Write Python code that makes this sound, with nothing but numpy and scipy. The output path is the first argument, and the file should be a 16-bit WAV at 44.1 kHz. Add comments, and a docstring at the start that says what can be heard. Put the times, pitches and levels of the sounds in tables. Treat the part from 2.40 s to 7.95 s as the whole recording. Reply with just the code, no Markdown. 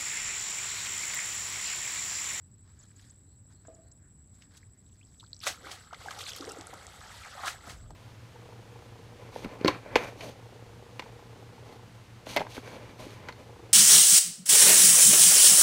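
"""Hauling a cast net from a canal

Wet mesh, pulled hand over hand, rustles by friction and drips; twice its weighted hem slaps the water.
Trapped air rings as bubbles, the larger the lower, so the muddy water gurgles, streams and sloshes.
In the open fields insects shrill, birds chirp, a far engine drones, a knock sets something hollow
ringing in its modes, and a turbulent breeze buffets the microphone."""
import sys
import numpy as np
from scipy import signal
from scipy.io import wavfile
from scipy.ndimage import uniform_filter1d, map_coordinates

SR = 44100
rng = np.random.default_rng(int(sys.argv[2]) if len(sys.argv) > 2 else 0)


def log_audio(samples):
    """Write samples as a 16-bit WAV file to the path given in sys.argv[1]."""
    # one column per channel
    frames = np.atleast_2d(samples).T
    # limit to full scale, then quantise
    limited = np.clip(frames, -1, 1)
    pcm = np.round(limited * 32767).astype(np.int16)
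    wavfile.write(sys.argv[1], SR, pcm)


N = 244755
TIME = np.arange(N) / SR

# the hem strikes the water: (time [s], spray level [dB], rise [s], fall [s], cavity level [dB],
# cavity frequency [Hz], flight of the thrown water [s], landing level [dB])
HEM_SLAPS = [(3.072, -28, 0.0069, 0.024, -31.5, 555, 0.243, -42.5),
             (5.078, -35.5, 0.017, 0.026, -43, 600, 0.22, -45)]


def from_db(db):
    """Amplitude ratio of a level in decibels."""
    return np.exp(np.asarray(db) * (np.log(10) / 20))


def unit_rms(x):
    """Normalisation to a mean power of 1."""
    return x / np.sqrt(np.mean(x ** 2) + 1e-20)


def gains(rows, fade_s=0.05):
    """One envelope for each level column, decaying exponentially outside the listed times."""
    times, *columns = np.transpose(rows)
    outside = np.maximum(0, np.maximum(times[0] - TIME, TIME - times[-1]))
    return [from_db(np.interp(TIME, times, db)) * np.exp(-outside / fade_s) for db in columns]


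def swell(s, rise, fall):
    """Exponential growth to 1 at time s, then exponential decay."""
    return np.exp(-np.minimum(np.maximum(s - TIME, 0) / rise + np.maximum(TIME - s, 0) / fall, 40))


def level_at(spectrum, hz):
    """Spectral level in dB, interpolated over log frequency."""
    frequencies, levels = np.transpose(spectrum)
    return np.interp(np.log(hz), np.log(frequencies), levels)


def add(out, s, sound):
    """Superposition of a sound starting at time s."""
    start = int(np.clip(round(s * SR), 0, N - 1))
    out[start:start + len(sound)] += sound[:N - start]


def tone(hz):
    """A sinusoid whose phase is the integral of its frequency."""
    return np.sin(2 * np.pi * np.cumsum(hz) / SR)


def band(x, low, high, order=2):
    """Butterworth band-pass, edges in Hz."""
    sos = signal.butter(order, [low, min(high, .48 * SR)], "band", fs=SR, output="sos")
    return signal.sosfilt(sos, x)


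def resonant_noise(hz, width_hz):
    """A damped resonator driven by white noise."""
    r = np.exp(-np.pi * width_hz / SR)
    feedback = [1, -2 * r * np.cos(2 * np.pi * hz / SR), r * r]
    return signal.lfilter([1, 0, -1], feedback, rng.standard_normal(N))


def drift(corner_hz):
    """Low-pass random fluctuation of rms 1."""
    step, settle = 40, 2000
    r = np.exp(-2 * np.pi * corner_hz * step / SR)
    slow = signal.lfilter([1], [1, -2 * r, r * r], rng.standard_normal(N // step + settle + 2))[settle:]
    return np.interp(np.arange(N) / step, np.arange(len(slow)), unit_rms(slow))


def noise(spectrum, flicker_db, bands):
    """Coloured noise of rms 1 with independent amplitude modulation in each band."""
    edges = np.geomspace(spectrum[0][0], spectrum[-1][0], bands + 1)
    white, out = rng.standard_normal((2, N)), np.zeros(N)
    for k, (low, high) in enumerate(zip(edges, edges[1:])):
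        db = level_at(spectrum, np.sqrt(low * high)) + flicker_db * drift(36)
        out += band(white[k % 2], low, high) * from_db(db)
    return unit_rms(out)


def impacts(rows, fall_s):
    """A brief contact has a broad spectrum: each is a decaying burst of band-limited noise."""
    age, out = TIME[:SR // 20], np.zeros(N)
    for s, db, hz in rows:
        crack = band(rng.standard_normal(len(age)) * np.exp(-age / fall_s), hz / 1.86, hz * 1.41)
        add(out, s, from_db(db) * crack / np.abs(crack).max())
    return out


def bubble(hz, cycles, climb):
    """Trapped air resonates, swelling for some cycles; a positive climb is its rise to the surface."""
    age = np.arange(int(6 * cycles * SR / hz) + 8) * hz / (SR * cycles)  # 1 at the peak
    envelope = (age * np.exp(1 - age)) ** 2
    pitch = np.minimum(hz * (1 + climb * np.tanh(age - 1)), SR / 2)
    return envelope * tone(pitch)


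def swarm(spectrum, per_s, cycles, spread_db, pitch_count):
    """A Poisson process of bubble-like pulses, high ones most often, held near rms 1."""
    birth, size, polarity, pick = rng.random((4, N))
    onsets = np.flatnonzero(birth < per_s / SR)
    strengths = from_db(spread_db * np.minimum(-np.log(1 - size[onsets]), 4))
    strengths *= np.sign(polarity[onsets] - .5)
    pitches = np.geomspace(spectrum[0][0], spectrum[-1][0], pitch_count)
    pitch_index = np.searchsorted(np.cumsum(pitches) / pitches.sum(), pick[onsets])
    out = np.zeros(N)
    for k, hz in enumerate(pitches):
        impulses = np.bincount(onsets[pitch_index == k], strengths[pitch_index == k], N)
        ringing = signal.oaconvolve(impulses, bubble(hz, cycles, climb=0.094))[:N]
        out += unit_rms(ringing) * from_db(level_at(spectrum, hz)) * np.sqrt(hz)
    out = unit_rms(out)
    return out / np.sqrt(uniform_filter1d(out ** 2, size=2600) + .02)


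def traffic():
    """Far traffic merges into low broadband noise; one engine's periodic firing gives a drone."""
    # rumble spectrum: (frequency [Hz], spectral level [dB])
    rumble = [(22, -76), (35, -40), (60, -3), (90, 1), (130, -7), (200, -10.5), (300, -17), (500, -33),
              (1000, -33.5), (3000, -44.5), (8000, -108), (15000, -29.5)]
    engine = from_db(-61.5 + 1.4 * drift(9.9)) * tone(97 + 3 * drift(3.22))
    return from_db(-58.5) * noise(rumble, flicker_db=1.5, bands=20) + engine


def breeze():
    """Turbulence at the microphone makes low-frequency pressure fluctuations."""
    # strength of the breeze: (time [s], level [dB])
    gusts = [(0, -65.5), (4.6, -61.5), (5.22, -59), (5.31, -46.5), (5.4, -49.5), (5.455, -46.5),
             (5.55, -46)]
    # turbulence spectrum: (frequency [Hz], spectral level [dB])
    turbulence = [(22, 8.5), (45, -3), (90, -3.5), (160, -11.5), (300, -27), (700, -24)]
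    envelope, = gains(gusts)
    return envelope * noise(turbulence, flicker_db=4, bands=8)


def insects(shrill_hz=7810, pulses_per_s=12.8, dip_depth=0.62):
    """Narrow-band resonance: the chorus pulses in amplitude, the nearest singer also in frequency."""
    beat = np.cumsum(pulses_per_s * (1 + .22 * drift(6))) / SR
    shrill = unit_rms(band(resonant_noise(shrill_hz, 220), shrill_hz - 330, shrill_hz + 280))
    speed = 1 - .009 * np.sin(2 * np.pi * beat)  # the pitch rises through each pulse
    singer = map_coordinates(shrill, [np.cumsum(speed)], order=3, mode="mirror")
    dips = np.clip(dip_depth + .2 * drift(2), 0, .9) * np.abs(np.cos(np.pi * beat)) ** 2.6
    chorus = unit_rms(band(rng.standard_normal(N), 7250, 7850))
    return band((1 - dips) * (from_db(-63) * singer + from_db(-73) * chorus), 6500, 8200, order=8)


def far_birds(length_s=0.14, sag=0.1, blur_hz=297):
    """Each call arches in pitch and level; random modulation over the distance broadens its spectrum."""
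    # distant calls: (time [s], level [dB], top frequency [Hz])
    calls = [(0.192, -83, 4100), (.92, -75.5, 4230), (1.18, -76, 4300), (1.471, -75, 4280),
             (1.479, -74.5, 1640), (1.65, -70, 1630), (2.38, -76, 1974)]
    out, along = np.zeros(N), np.linspace(-1, 1, int(length_s * SR))
    for s, db, hz in calls:
        call = np.cos(np.pi * along / 2) * tone(hz * (1 - sag * along ** 2))
        add(out, s - length_s / 2, from_db(db) * call)
    return out * drift(blur_hz)


def small_bird(linear_share=0.223, bend=7.8):
    """Each chirp is a quick frequency sweep, made raspy by random modulation of pitch and level."""
    # chirps: (time [s], level [dB], start frequency [Hz], end frequency [Hz], length [s])
    chirps = [(0.401, -49, 7400, 4500, 0.023), (0.435, -47.5, 4800, 7600, 0.015),
              (0.566, -52.5, 7340, 3270, 0.014), (0.707, -44, 4340, 8100, 0.022),
              (1.274, -47.5, 4400, 7920, 0.011), (1.348, -51.5, 7500, 3020, 0.012),
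              (1.522, -47, 3900, 7650, 0.011)]
    out = np.zeros(N)
    wobble = 1 + 0.013 * drift(450)
    for s, db, start_hz, end_hz, length in chirps:
        along = np.linspace(0, 1, int(length * SR))
        from_top = 1 - along if end_hz > start_hz else along
        glide = linear_share * from_top + (1 - linear_share) * from_top ** bend  # flatter at the top
        pitch = max(start_hz, end_hz) - abs(end_hz - start_hz) * glide
        pitch *= wobble[int(s * SR):][:len(along)]
        envelope = np.sqrt(np.abs(np.sin(np.pi * along)))
        add(out, s - length / 2, from_db(db) * envelope * tone(pitch))
    rasp_db = 5.5 * (drift(450) - 1.5)
    return out * from_db(rasp_db)


def hollow_knock(echo_s=0.089, echo_db=-5, echo_rise_s=0.017):
    """A struck hollow body rings in damped modes; a far bank reflects the ring with a softened onset."""
    # a faint contact, then the blow: (time [s], level [dB])
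    blows = [(1.251, -77), (1.2835, -54.5)]
    # modes of the body: (frequency [Hz], level [dB], time to decay by 60 dB [s])
    modes = [(320, 2, 0.088), (490, 0, 0.1), (596, -1, 0.08), (648, 8, 0.22), (684, -8, 0.69),
             (1200, -12, 0.18), (1600, -22, 0.24)]
    age, out = TIME[:SR // 2], np.zeros(N)
    ring = sum(from_db(db - 60 * age / t60) * np.sin(2 * np.pi * hz * age) for hz, db, t60 in modes)
    for s, db in blows:
        tail = unit_rms(band(rng.standard_normal(len(age)), 320, 590)) * np.exp(-age / 0.12)
        add(out, s, from_db(db) * (ring + from_db(-6.5) * tail))
        add(out, s + echo_s, from_db(db + echo_db) * ring * np.minimum(age / echo_rise_s, 1))
    return out


def canal_banks(direct, echo_db=-21, decay_s=0.017):
    """Scattering from the grassy banks adds a short, dull echo to the direct sound."""
    age = TIME[:SR // 5]
    scatter = band(rng.standard_normal(len(age)), 230, 4800, order=1)
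    scatter *= np.exp(-age / decay_s) * (age > .002)
    scatter /= np.sqrt(np.sum(scatter ** 2))
    return direct + from_db(echo_db) * signal.oaconvolve(direct, scatter)[:N]


def mesh(rest_db=-89.5):
    """Friction: the wet mesh rustles and catches with each pull, while weights and cord tap."""
    # sliding mesh: (frequency [Hz], spectral level [dB])
    sliding = [(400, 7), (800, 7), (1800, 12), (2900, -1.5), (4200, 13.5), (5800, -4.5), (7000, 9.5),
               (9500, -4.5), (15000, -2)]
    # catching threads and grass blades: (frequency [Hz], spectral level [dB])
    catching = [(1000, -1), (2000, -16), (3000, -16), (4500, 6), (7000, 6), (11000, -15)]
    # pulls through the hands: (time [s], level [dB], rise [s], fall [s], treble gain [dB])
    pulls = [(.28, -75.5, 0.042, 0.19, -29), (.42, -79, 0.08, 0.11, 2), (0.625, -77, 0.052, 0.071, 6.5),
             (1.114, -74, 0.012, 0.035, -2.5), (1.28, -75.5, 0.056, 0.076, -22),
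             (1.951, -85.5, 0.013, 0.036, 9.5), (2.025, -70, 0.024, 0.031, -5.5),
             (2.15, -68.5, 0.028, 0.058, -4), (2.75, -93, 0.39, 0.97, 12.5)]
    # taps of lead weights and cord: (time [s], level [dB], frequency [Hz])
    taps = [(0.512, -58.5, 2330), (0.594, -51.5, 3300), (1.251, -50.5, 1060), (2.021, -46.5, 3350),
            (2.1695, -44.5, 6800), (2.175, -45, 6200), (2.7995, -48, 6000), (5.506, -40.5, 630),
            (5.5055, -50.5, 6240)]
    rustle = band(noise(sliding, flicker_db=2, bands=14), 300, 11500) * from_db(3 * drift(200))
    catches = swarm(catching, per_s=2200, cycles=2.5, spread_db=3.2, pitch_count=10)
    rub = from_db(8.5) * rustle + from_db(2.5) * catches
    middle = signal.sosfilt(signal.butter(1, 2500, fs=SR, output="sos"), rub)
    treble = rub - middle
    middle_power, treble_power = np.full((2, N), from_db(rest_db) ** 2)  # the mesh is never quite still
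    for s, db, rise, fall, treble_db in pulls:
        pull = from_db(db) * swell(s, rise, fall)
        middle_power += pull ** 2
        treble_power += (pull * from_db(treble_db)) ** 2
    return np.sqrt(middle_power) * middle + np.sqrt(treble_power) * treble + impacts(taps, fall_s=0.0053)


def drips(spread_db=11, shower_cycles=2.9, rasp_db=2.4, echo_s=0.003, echo_db=-16):
    """Drops entrain air that rings as single plips or faint showers; each drip returns a faint echo 3 ms later."""
    # prominent bubbles: (time [s], level [dB], frequency [Hz], swell [cycles], pitch climb [ratio])
    plips = [(2.2307, -52.5, 1930, 4, 0.19), (2.6135, -55.5, 2400, 6.3, 0.14), (2.631, -59, 3150, 12, 0.11),
             (2.7994, -43, 3750, 4.6, 0.016), (2.8076, -46, 3550, 5.5, 0.27),
             (2.831, -49, 1040, 2.25, -0.2), (2.84, -52, 1270, 3.5, 0.27), (2.9319, -32.5, 4300, 3, -0.024),
             (2.9658, -45, 5000, 3.8, .25), (2.9922, -47, 6670, 7.9, 0.3), (3.004, -40.5, 5200, 5.4, 0.13),
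             (3.015, -44.5, 3270, 7.2, 0.6), (3.034, -46.5, 1200, 3.8, .1), (3.038, -34.5, 4100, 6.3, 0.22),
             (3.27, -37.5, 1200, 2.1, 0.037), (3.272, -46, 2200, 4.5, .05), (3.286, -49, 1480, 3.5, -0.13),
             (3.5111, -45.5, 1320, 3.3, 0.12), (3.529, -39.5, 805, 1.6, -0.16),
             (3.5344, -35.5, 1200, 3.3, 0.36), (3.662, -33.5, 830, 2.6, 0.025),
             (3.678, -39.5, 790, 3.6, -0.059), (3.686, -32, 1600, 2.7, -0.035),
             (3.713, -38, 1180, 3, -0.073), (3.78, -43, 824, 3.5, 0.009), (3.8102, -39, 1940, 2.4, .05),
             (3.866, -39.5, 2220, 4.5, 0.39), (3.874, -41, 3520, 12, -0.023), (3.8932, -32.5, 5300, 5, 0.3),
             (3.905, -33, 4760, 3.5, 0.071), (3.9337, -39.5, 5340, 5.3, 0.18),
             (3.9857, -37.5, 4900, 4.1, 0.17), (4.007, -38, 320, 1.72, -0.056),
             (4.0096, -41, 4390, 9.1, 0.49), (4.024, -43, 286, 3.5, -0.0023),
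             (4.0243, -43, 1380, 3.2, -0.0069), (4.0445, -40, 1550, 1.6, 0.29),
             (4.051, -41, 5250, 8.1, 0.55), (4.0814, -36, 491, 3.2, -0.0087),
             (4.1197, -35.5, 7600, 4.9, 0.27), (4.1873, -45, 6500, 4, 0.5), (4.211, -35, 4800, 4.1, 0.91),
             (4.2702, -36, 8000, 3.8, 0.4), (4.3347, -42, 920, 1.8, 0.1), (4.468, -31, 6560, 1.1, 0.3),
             (4.6147, -40.5, 1240, 2.6, 0.26), (4.86, -37.5, 1412, 2.24, 0.27),
             (4.955, -46, 587, 4, -0.073), (4.993, -40, 1184, 3.45, -0.013),
             (5.036, -29.5, 1240, 2.1, 0.15), (5.07, -32, 1256, 3.8, 0.48),
             (5.0813, -20.5, 1510, 1.33, -0.13)]
    # drops shed by the moving net: (start [s], end [s], rate [1/s], first level [dB],
    # last level [dB], largest pitch climb [ratio])
    showers = [(2.448, 3.002, 120, -82, -67.5, 0.077), (3.789, 4.121, 130, -56.5, -60, 0.14)]
    # spectrum of those drops: (frequency [Hz], level [dB])
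    droplets = [(1900, -40), (3200, 16), (4500, 13.5), (7000, 10)]
    low_hz, high_hz = droplets[0][0], droplets[-1][0]
    out = np.zeros(N)
    for s, db, hz, cycles, climb in plips:
        add(out, s - cycles / hz, from_db(db) * bubble(hz, cycles, climb))
    for start, end, per_s, first_db, last_db, climb in showers:
        for along, pitch, size, steepness in rng.random((100, 4))[:int((end - start) * per_s)]:
            hz = low_hz * (high_hz / low_hz) ** np.sqrt(pitch)
            shower_db = first_db + along * (last_db - first_db)
            db = shower_db + level_at(droplets, hz) + spread_db * (2 * size - 1)
            drop = bubble(hz, shower_cycles * (.5 + steepness), climb * steepness)
            add(out, start + along * (end - start), from_db(db) * drop)
    out *= from_db(rasp_db * drift(400))
    return out + from_db(echo_db) * np.interp(TIME - echo_s, TIME, out)


def held_bubbles(attack_s=0.00069):
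    """Tiny bubbles held under the surface are damped oscillators of steady pitch."""
    # ringing bubbles: (time [s], level [dB], frequency [Hz], fall [s])
    rings = [(3.815, -45, 3600, 0.0024), (3.889, -53, 3900, 0.0027), (3.971, -48, 3200, 0.003),
             (4.058, -54, 8470, .009), (4.108, -52, 2760, 0.0084)]
    out = np.zeros(N)
    for s, db, hz, fall in rings:
        envelope = from_db(db) * swell(s + attack_s, attack_s / 2, fall)
        out += envelope * np.sin(2 * np.pi * hz * (TIME - s))
    return out


def slosh(waver=0.03, swing_db=5.5):
    """Water shoved through the sinking mesh excites pocket resonances that wander in pitch and level."""
    # course of the slosh: (time [s], level [dB], pitch [ratio])
    course = [(4.22, -59, 1.11), (4.399, -58, 0.98), (4.55, -67, 1.35), (4.629, -55.5, 1.18),
              (4.77, -54, 1.16), (4.87, -47.5, 1.05), (4.969, -50, 0.99), (5.04, -41, 0.9)]
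    # resonant pockets: (frequency [Hz], bandwidth [Hz], level [dB])
    pockets = [(550, 150, -25), (790, 130, -9), (1240, 160, -6), (1600, 270, -11.5), (2100, 480, -12.5)]
    envelope, = gains([row[:2] for row in course])
    times, _, pitch_ratios = np.transpose(course)
    out = np.zeros(N)
    for hz, width_hz, db in pockets:
        pocket = unit_rms(band(resonant_noise(hz, width_hz), hz / 1.3, hz * 1.3))
        speed = np.interp(TIME, times, pitch_ratios) * (1 + waver * drift(8))
        wandering = map_coordinates(pocket, [np.cumsum(speed)], order=1, mode="mirror")
        out += from_db(db + swing_db * drift(26)) * wandering
    return envelope * out


def agitation(gush_width_octaves=0.73):
    """Incoherent sources add in power, giving the envelopes of glug, gurgle, splash and spray."""
    # water draining off the lifted net: (time [s], bubbling level [dB], spray level [dB])
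    draining = [(3.56, -73, -67), (3.608, -56.5, -56.5), (3.744, -50.5, -54), (3.94, -54, -54),
                (4.268, -54, -60.5), (4.598, -55.5, -59), (4.76, -59, -54.5), (4.918, -67, -55.5),
                (5.0, -69, -57.5)]
    # folds of the net surface and empty: (time [s], level [dB], centre frequency [Hz])
    gushes = [(3.041, -42, 3570), (3.537, -50, 1120), (3.608, -50, 1500), (3.665, -49.5, 840),
              (3.71, -48.5, 2170), (3.795, -49, 1130), (3.81, -43.5, 3600), (3.886, -40.5, 4500),
              (3.966, -48.5, 3630), (4.009, -45, 350), (4.078, -41.5, 480), (4.088, -46, 1500),
              (4.174, -43, 480), (4.336, -50.5, 650), (4.709, -50, 2090)]
    # centres of the bubble classes: (glug [Hz], gurgle [Hz], splash [Hz], spray [Hz])
    class_hz = (360, 720, 1400, 4500)
    # churning at a slap: (glug [dB], gurgle [dB], splash [dB], spray [dB])
    churn_db = (-59.5, -48, -41, -43.5)
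    # the hollow fills in again: (glug [dB], gurgle [dB], splash [dB], spray [dB])
    wake_db = (-55.5, -51.5, -48.5, -54.5)
    # foam bursts afterwards: (glug [dB], gurgle [dB], splash [dB], spray [dB])
    foam_db = (-75, -60, -54.5, -57)
    bubbling, spraying = gains(draining, fade_s=0.038)
    bubbling *= from_db(-0.8 * drift(3.1))  # uneven spurts
    power = np.array([np.zeros(N), from_db(-2) * bubbling, from_db(-1.5) * bubbling, spraying]) ** 2
    for s, db, hz in gushes:
        shares = np.exp(-(np.log2(np.array(class_hz) / hz) / gush_width_octaves) ** 2)
        gush = from_db(db) * swell(s, rise=0.012, fall=0.027 * (1000 / hz) ** 0.35)  # big bubbles linger
        power += np.outer(shares / shares.sum(), gush ** 2)
    first_slap_db = HEM_SLAPS[0][1]
    for s, db, spray_rise, *_ in HEM_SLAPS:
        churn = swell(s, rise=2.48 * spray_rise, fall=0.047)
        wake = swell(s + 0.2, rise=0.047, fall=0.047)
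        foam = from_db(db - first_slap_db) * swell(s + 0.23, rise=0.047, fall=0.16)
        for levels, envelope in (churn_db, churn), (wake_db, wake), (foam_db, foam):
            power += np.outer(from_db(levels), envelope) ** 2
    return np.sqrt(power)


def stirred_water(merged_share=0.24):
    """Bubble resonance rises as size falls, from glug to fizz; merged streams blur into a wash."""
    # air pockets: (frequency [Hz], spectral level [dB])
    glug_spectrum = [(255, -3), (310, 5.5), (400, 1), (500, -4)]
    # large bubbles: (frequency [Hz], spectral level [dB])
    gurgle_spectrum = [(480, -7), (600, -18.5), (770, -1), (900, -37)]
    # small bubbles: (frequency [Hz], spectral level [dB])
    splash_spectrum = [(900, -3), (1300, 13), (1700, -1.5), (2100, 10), (2500, -42)]
    # finest drops: (frequency [Hz], spectral level [dB])
    spray_spectrum = [(2500, 1.5), (3600, 9.5), (5500, -0.5), (7800, 5.5), (10000, -14), (12500, 1.5),
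                      (15000, -52)]
    # merged fizz: (frequency [Hz], spectral level [dB])
    mist_spectrum = [(900, -33), (1400, 11), (2200, 7.5), (2900, 15), (4000, 15), (7500, 7.5), (10000, 2.5),
                     (13000, -1.5), (15500, -41)]
    glug, gurgle, splash, spray = agitation()
    cavities = swarm(glug_spectrum, per_s=140, cycles=2, spread_db=3, pitch_count=5)
    large = swarm(gurgle_spectrum, per_s=320, cycles=2.4, spread_db=3.5, pitch_count=6)
    small = swarm(splash_spectrum, per_s=1400, cycles=2.5, spread_db=3.8, pitch_count=10)
    fine = swarm(spray_spectrum, per_s=3500, cycles=2.4, spread_db=4.2, pitch_count=16)
    bubbling = gurgle * from_db(-1) * large + splash * from_db(0.5) * small
    wash = gurgle * unit_rms(band(rng.standard_normal(N), 315, 830))
    wash += splash * noise(splash_spectrum, flicker_db=8.5, bands=5)
    fizz = spray * from_db(-3) * (fine + 1.4 * noise(mist_spectrum, flicker_db=3, bands=12))
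    return glug * cavities + np.sqrt(1 - merged_share) * bubbling + np.sqrt(merged_share) * wash + fizz


def smacks():
    """Clots of water strike the surface, each radiating a sharp impact transient."""
    # falling clots: (time [s], level [dB], frequency [Hz])
    clots = [(3.0675, -21.5, 1900), (3.0725, -19.5, 2530), (3.315, -30.5, 4400), (3.531, -39, 3860),
             (3.5445, -37.5, 3260), (3.7085, -31, 4530), (3.726, -40, 3600), (3.789, -34, 5500),
             (3.8895, -34, 4800), (3.9627, -32.5, 8100), (4.0924, -37.5, 6440), (4.338, -41, 7700),
             (5.0582, -35, 6000), (5.0812, -27, 2330)]
    return impacts(clots, fall_s=0.0037)


def hem_slaps():
    """Each impact of the hem opens a resonant cavity and throws a spray that lands a moment later."""
    # dense spray: (frequency [Hz], spectral level [dB])
    spectrum = [(700, 9), (1000, -10), (1350, 6.5), (2200, 1.5), (3000, 4.5), (5500, 4), (8000, 2),
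                (11000, -9.5), (15000, -15)]
    spray, plunge = np.zeros((2, N))
    for s, spray_db, rise, fall, cavity_db, hz, flight, landing_db in HEM_SLAPS:
        spray += from_db(spray_db) * swell(s, rise, fall)
        spray += from_db(landing_db) * swell(s + flight, rise=0.0052, fall=0.031)
        add(plunge, s - 2 / hz, from_db(cavity_db) * bubble(hz, cycles=2, climb=.1))
    return spray * swarm(spectrum, per_s=22000, cycles=2.4, spread_db=1, pitch_count=18) + plunge


def scene():
    """Superposition in one channel: water and net between the banks, and the fields around them."""
    near = stirred_water() + slosh() + drips() + 2 * held_bubbles() + smacks() + hem_slaps() + mesh()
    canal = canal_banks(near)
    fields = hollow_knock() + small_bird() + far_birds() + insects() + traffic() + breeze()
    return (canal + fields)[None]


def record(dry, low_hz=39, high_hz=15700):
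    """Band limiting: steep filters remove the deepest bass and the highest treble."""
    thinned = signal.sosfilt(signal.butter(7, low_hz, "high", fs=SR, output="sos"), dry)
    return signal.sosfilt(signal.ellip(10, .1, 80, high_hz, fs=SR, output="sos"), thinned)


dry = scene()
out = record(dry)
log_audio(out)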